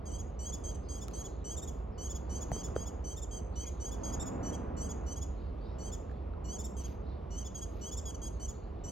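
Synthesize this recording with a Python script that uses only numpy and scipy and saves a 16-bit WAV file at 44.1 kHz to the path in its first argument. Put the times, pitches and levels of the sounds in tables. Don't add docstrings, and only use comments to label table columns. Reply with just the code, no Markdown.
import sys
import numpy as np
from scipy import signal
from scipy.fft import rfft, irfft, next_fast_len
from scipy.io import wavfile
from scipy.ndimage import uniform_filter1d, map_coordinates

SR = 44100
rng = np.random.default_rng(int(sys.argv[2]) if len(sys.argv) > 2 else 0)


def wav_record(signal):
    frames = np.transpose(np.atleast_2d(signal))
    bounded = np.clip(frames, -1, 1)
    quanta = np.round(bounded * 32767).astype(np.int16)
    wavfile.write(sys.argv[1], SR, quanta)


N = 392931

EASY_HZ = 1611


def amp(db):
    return 10 ** (np.asarray(db) / 20)


def unit(x):
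    return x / np.sqrt(np.mean(x ** 2) + 1e-20)


def along(points, hz):
    f, values = np.transpose(points)
    return np.interp(np.log(hz + 1), np.log(f + 1), values)


def wobble(rate, size):
    knots = rng.standard_normal(int(size * rate / SR) + 4)
    return map_coordinates(knots, [np.arange(size) * rate / SR])


def filtered(x, response):
    m = next_fast_len(N + SR // 2)
    return irfft(rfft(x, m) * response(np.fft.rfftfreq(m, 1 / SR)), m)[..., :N]


def add(track, s, sound):
    part = track[..., max(round(s * SR), 0):][..., :sound.shape[-1]]
    part += sound[..., :part.shape[-1]]


def contour(places, values, size):
    line = np.interp(np.linspace(0, 1, size), places, values)
    return uniform_filter1d(line, size // 8, mode="nearest")


def shaped(shape, length):
    places, *columns = np.transpose(shape)
    return [contour(places, column, int(length * SR)) for column in columns]


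def rush(spectrum):
    # f/Hz, correlation
    likeness = [(60, 1), (125, 0.9), (250, 0.84), (500, 0.6), (1000, 0.75), (2000, 0.936), (4000, 0.97),
                (7000, 0.25)]

    def response(hz):
        turn = np.arccos(np.clip(along(likeness, hz), -1, 1)) / 2
        return amp(along(spectrum, hz)) * [np.cos(turn), np.sin(turn)]
    mid, side = filtered(rng.standard_normal((2, N)), response)
    return unit(np.array([mid + side, mid - side]))


def traffic(rumble_db=-42, hum_db=-45, hum_hz=58, wander=0.0978):
    # f/Hz, relative level/dB per Hz
    rumble_spectrum = [(12, -41), (20, -13.5), (42, -2), (59, -0.5), (72, 3.5), (113, -11.5), (160, -17),
                       (210, -47), (350, -120)]
    rumble = amp(rumble_db) * rush(rumble_spectrum)
    hz = hum_hz * (1 + wander * wobble(12, N))
    hum = unit(np.sin(2 * np.pi * np.cumsum(hz) / SR))
    return rumble + amp(hum_db) * hum


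def breeze(level_db=-47.5):
    # f/Hz, relative level/dB per Hz
    breeze_spectrum = [(65, -42), (110, -1), (119, -7.5), (201, -1), (233, -5.5), (300, -5.5), (437, -4),
                       (644, -9.5), (737, -10.5), (798, -13.5), (1190, -18), (1670, -31.5), (2700, -38.5),
                       (3510, -65.5), (5940, -120)]
    return amp(level_db + 0.84 * wobble(5, N)) * rush(breeze_spectrum)


def hiss(level_db=-73):
    # f/Hz, relative level/dB per Hz
    hiss_spectrum = [(1500, -2.5), (2400, -2.5), (3000, -1), (4200, -8.5), (5600, -13), (7500, -22),
                     (9000, -28), (13000, -21.5), (15000, -43)]
    return amp(level_db + 1.5 * wobble(1.5, N)) * rush(hiss_spectrum)


def swell_strength(calm_db=-58):
    # t/s of the peak, level/dB, rise/s, fall/s (spreads of a bell curve)
    swell_list = [(2.7, -47, 0.51, 0.19), (4.25, -40, .24, 0.57)]
    t = np.arange(N) / SR
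    power = amp(calm_db) ** 2
    for s, db, rise, fall in swell_list:
        distance = (t - s) / np.where(t < s, rise, fall)
        power = power + (amp(db) * np.exp(-distance ** 2 / 2)) ** 2
    return np.sqrt(power)


def rub_and_gust():
    # f/Hz, relative level/dB per Hz
    swell_spectrum = [(53, -30), (90, -8.5), (98, -2.5), (134, -2.5), (247, -1.5), (407, -10), (476, -6.5),
                      (853, -14), (1070, -15.5), (2210, -36), (2700, -37), (3510, -59.5), (5940, -120)]
    return swell_strength() * rush(swell_spectrum)


def low_and_steady():
    # f/Hz, level/dB
    tilt = [(60, -2.5), (125, -3.5), (250, -1.1), (1000, -.8), (2000, 0.5)]
    # f/Hz, phase/rad
    air_lead = [(60, 0.16), (125, 0.00059), (250, 0.46), (550, 1.89), (1000, 1.36), (1550, 1.16), (2000, 0)]

    def ports(hz):
        level_db = np.outer([.5, -.5], along(tilt, hz))
        phase = np.outer([.5, -.5], along(air_lead, hz))
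        return amp(level_db) * np.exp(1j * phase)
    return filtered(traffic() + breeze() + rub_and_gust() + hiss(), ports)


def far_birds(trill_rate=22, sweep=0.09, chorus_db=-79, chorus_hz=4300, count=30):
    # t/s, length/s, f/Hz, level/dB
    far_calls = [(.78, 0.15, 4250, -74), (1.048, 0.2, 4170, -70), (3.481, .14, 4120, -70.5),
                 (3.619, 0.042, 2300, -63), (5.3, .18, 4050, -76.5), (5.55, 0.18, 4000, -73),
                 (6.83, 0.039, 2500, -70), (7.0, 0.19, 3930, -74), (8.5, 0.1, 4200, -74),
                 (8.7, .19, 3900, -79.5)]
    chorus = []
    for at, long, high in rng.random((count, 3)):
        chorus.append((at * N / SR, 0.056 + 0.2 * long, chorus_hz * (.8 + 0.45 * high), chorus_db))
    song = np.zeros(N)
    for s, length, hz, db in list(far_calls) + chorus:
        size = int(length * SR)
        swing = np.sin(2 * np.pi * trill_rate * np.arange(size) / SR) + .8 * wobble(120, size)
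        tone = np.sin(2 * np.pi * np.cumsum(hz * (1 + sweep * swing)) / SR)
        add(song, s, amp(db) * unit(tone * signal.windows.hann(size)))
    return song


def wood(x, near_db=6, near_t60=0.35, width=0.28):
    # f/Hz, t60/s
    trunk_t60 = [(2000, 0.26), (6500, 0.49), (12000, 0.07)]
    out, hop = np.zeros((2, N)), SR // 3
    for centre in range(0, N + hop, hop):
        hz, t, z = signal.stft(rng.standard_normal((2, SR // 2)), SR, nperseg=256)
        far_decay = amp(-60 * t / along(trunk_t60, hz)[:, None])
        near_decay = amp(near_db - 60 * t / near_t60)
        mid, side = signal.istft(z * (far_decay + near_decay), SR, nperseg=256)[1]
        tail = np.array([mid + width * side, mid - width * side])
        tail /= np.linalg.norm(tail[0])
        index = np.arange(max(centre - hop, 0), min(centre + hop, N))
        piece = x[index] * (1 - abs(index - centre) / hop)
        add(out, index[0] / SR, signal.fftconvolve(piece[None], tail, axes=1))
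    return out


def treble_hisses(crackle_db=3):
    # t/s, length/s, level/dB
    hiss_list = [(1.06, 0.18, -71), (1.68, 0.19, -77), (2.352, 0.33, -73), (6.74, 0.26, -65.5),
                 (7.62, 0.32, -71)]
    # f/Hz, relative level/dB per Hz
    grainy_spectrum = [(900, -23), (2500, 3), (5000, -1), (7000, -14), (9000, -34), (12500, -1),
                       (15000, -34)]
    swell = np.zeros(N)
    for s, length, db in hiss_list:
        add(swell, s, amp(db) * signal.windows.hann(int(length * SR)))
    return swell * unit(amp(crackle_db * wobble(300, N)) * rush(grainy_spectrum))


def taps(attack=0.0008, click_t60=0.0063, overtone=2.8, overtone_db=-7, thud_hz=110, thud_t60=0.028):
    # t/s, level/dB, ring f/Hz, ring t60/s, click level/dB to the ring, thud level/dB to the ring
    tap_list = [(1.083, -46, 1300, 0.013, 11, -4), (1.112, -55, 1300, .006, 10, -8),
                (2.517, -23.5, 665, 0.0081, -12, -6.5), (2.564, -35, 394, 0.018, -23, -5),
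                (2.686, -40, 1230, 0.0057, -16, 5), (2.7632, -20.5, 460, 0.012, -19.5, -11),
                (6.096, -49, 1667, 0.0078, -20, -17), (6.114, -49, 1690, 0.0076, -8, -12),
                (6.336, -50.5, 1390, 0.013, -22, -16)]
    out, t = np.zeros((2, N)), np.arange(SR // 10) / SR

    def mode(hz, t60):
        return np.sin(2 * np.pi * hz * t) * amp(-60 * t / t60) * (1 - np.exp(-t / attack))

    for s, db, hz, t60, click_db, thud_db in tap_list:
        ring = mode(hz, t60) + amp(overtone_db) * mode(overtone * hz, t60 / 2)
        thud = amp(thud_db) * mode(thud_hz, thud_t60)
        click = amp(click_db - 60 * t / click_t60) * rng.standard_normal((2, len(t)))
        add(out, s, amp(db) * (2 * (ring + thud) + click))
    colour = [(1500, 3), (2600, 0.5), (6000, -4), (14000, -10)]  # f/Hz, level/dB
    return filtered(out, lambda hz: amp(along(colour, hz)))


def effort_db(hz, full_hz=1766, louder_db_per_octave=41):
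    return louder_db_per_octave * np.log2(np.minimum(hz, full_hz) / EASY_HZ)


def note(pitch, level_db, rasp_db, bright_db, jitter=0.0089, flutter_db=2.5, shift_db=1.3,
         rasp_jitter=.25, breath_db=-19, effort=0.22, blur=0.11):
    # f/Hz, level/dB
    throat = [(1700, -35), (3000, -8.5), (3600, -16), (4300, -12.5), (5100, -13.5), (5500, -18.5),
              (5950, 3), (7300, -2.5), (7900, -4.5), (8800, -34.5), (9800, -17.5), (11300, -25.5),
              (12800, -32.5), (15300, -32)]
    size = len(pitch)
    hz = pitch * (1 + jitter * wobble(900, size))
    phase = 2 * np.pi * np.cumsum(hz) / SR + rng.uniform(0, 2 * np.pi)
    top_db = bright_db + effort * (level_db - np.percentile(level_db, 70))
    voice = np.zeros(size)
    for k in range(1, 11):
        own_db = flutter_db * wobble(70.7, size) + shift_db * rng.standard_normal() * (k != 4)
        stray = blur * max(k - 4, 1) * wobble(800, size)
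        gain = amp(along(throat, k * hz) + own_db + top_db * (k > 5))
        voice += gain * np.sin(k * phase + stray)
    for k in np.arange(3, 10) + .5:
        between_db = (along(throat, (k - .5) * hz) + along(throat, (k + .5) * hz)) / 2
        gain = amp(rasp_db + between_db + 2.7 * wobble(150, size))
        voice += gain * np.sin(k * phase + rasp_jitter * wobble(500, size))
    breath_gain = amp(1.04 * along(throat, np.fft.rfftfreq(size, 1 / SR)))
    breath = unit(irfft(rfft(rng.standard_normal(size)) * breath_gain, size))
    sound = np.sqrt(2) * voice + amp(breath_db) * breath
    return sound * amp(level_db) * signal.windows.tukey(size, .1)


def whistle(length, start_hz, end_hz, db, rasp_db=-24, rasp_db_per_octave=70, rasp_spread_db=2.0,
            bright_db=3.0):
    # place 0-1, share of the glide done, pitch factor, level/dB
    whistle_shape = [(0, 0, .94, -7.5), (.09, 0, 1.018, -1.5), (.26, 0, .992, 0), (.53, .4, 1, .2),
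                     (.73, 1, 1.007, 1.2), (.84, 1, .985, -3), (1, 1, .86, -14)]
    glide, bend, edge_db = shaped(whistle_shape, length)
    hz = start_hz + (end_hz - start_hz) * glide
    low_rasp_db = rasp_db_per_octave * np.log2(EASY_HZ / hz)
    rasp = rasp_db + low_rasp_db + rasp_spread_db * rng.standard_normal()
    return note(hz * bend, db + effort_db(hz) + edge_db, rasp, bright_db)


def chip(length, hz, db, rasp_db=-17, bright_db=3):
    # place 0-1, pitch factor, level/dB
    chip_shape = [(0, .92, -15), (.19, .985, -3.5), (.44, 1.01, 1.5), (.61, .985, -2.5), (.85, .87, -15),
                  (1, .83, -24)]
    bend, edge_db = shaped(chip_shape, length)
    return note(hz * bend, db + effort_db(hz) + edge_db, rasp_db, bright_db)


def near_bird(chip_db=.5, pause_s=.003, period_s=.055, chip_s=.047, shrink=.82):
    # t/s, whistle or lone note length/s, starting f/Hz, final f/Hz, level/dB, [f/Hz of each chip]
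    calls = [(0.053, 0.074, 1623, 1475, -54.5, []), (.112, 0.066, 1555, 1614, -52.5, [1674]),
             (0.387, 0.13, 1493, 1655, -49, [1734]), (.635, 0.092, 1595, 1614, -50, []),
             (0.742, .024, 1600, 1510, -57, []), (0.884, 0.12, 1602, 1633, -51, [1750]),
             (1.131, .102, 1576, 1653, -49.5, [1709]), (1.44, .12, 1503, 1640, -49, [1810, 1840, 1720]),
             (1.976, .112, 1498, 1640, -49.5, [1750, 1700]), (2.291, 0.11, 1500, 1604, -50, [1724]),
             (2.518, 0.11, 1566, 1630, -48.8, [1740]), (2.752, 0.1, 1590, 1650, -51.5, [1720]),
             (3.038, 0.12, 1527, 1580, -50.5, [1800, 1810]), (3.308, 0.096, 1594, 1580, -50, []),
             (3.554, 0.1, 1493, 1607, -49.5, [1668]), (3.797, 0.11, 1505, 1654, -49, [1740]),
             (4.032, 0.084, 1624, 1620, -48.5, [1690]), (4.196, 0.042, 1806, 1833, -49, []),
             (4.257, .036, 1706, 1740, -52.5, []), (4.427, 0.093, 1492, 1512, -49, [1620]),
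             (4.764, 0.12, 1467, 1630, -49.5, [1690]), (5.06, 0.094, 1480, 1556, -50.5, [1645, 1715]),
             (5.781, .131, 1484, 1610, -52, [1760]), (6.439, 0.14, 1453, 1647, -49, [1780, 1836]),
             (6.765, 0.067, 1603, 1490, -51.8, [1630]), (7.301, 0.14, 1470, 1600, -51.5, [1731]),
             (7.544, .062, 1643, 1575, -49.5, [1657]), (7.808, 0.1, 1475, 1634, -48, [1728, 1803]),
             (8.053, 0.064, 1684, 1628, -47, []), (8.144, 0.02, 1540, 1450, -51.5, []),
             (8.215, 0.077, 1615, 1651, -48.5, []), (8.396, 0.078, 1512, 1560, -50.5, [1730]),
             (8.835, 0.096, 1474, 1550, -51.5, [])]
    song = np.zeros(N)
    for s, length, start_hz, end_hz, db, chips in calls:
        add(song, s, whistle(length, start_hz, end_hz, db))
        for k, hz in enumerate(chips):
            chip_at = s + length + pause_s + k * period_s
            add(song, chip_at, chip(chip_s * shrink ** k, hz, db + chip_db))
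    return song


def scene(echo_db=-9, treble_echo_db=4):
    # f/Hz, phase/rad
    song_lead = [(5100, 0.79), (5850, -1.6), (6250, -1.2), (6700, -0.65), (7150, -1.24), (7550, -3),
                 (7950, -2), (8400, -3.5), (9300, -2.5), (11000, -4.5), (12600, -6.4)]

    def leaves(hz):
        return amp(echo_db + treble_echo_db * np.clip((hz - 8000) / 2000, 0, 1))

    def ports(hz):
        return np.exp(1j * np.outer([.5, -.5], along(song_lead, hz)))

    bird = near_bird()
    song = bird + wood(filtered(bird, leaves) + far_birds())
    return low_and_steady() + treble_hisses() + taps() + filtered(song, ports)


def record(dry, bass_cut_hz=33, top_hz=15850):
    def response(hz):
        bass_cut = hz ** 3 / np.sqrt(hz ** 6 + bass_cut_hz ** 6)
        return (hz < top_hz) * bass_cut
    return filtered(dry, response)


dry = scene()
out = record(dry)
wav_record(out)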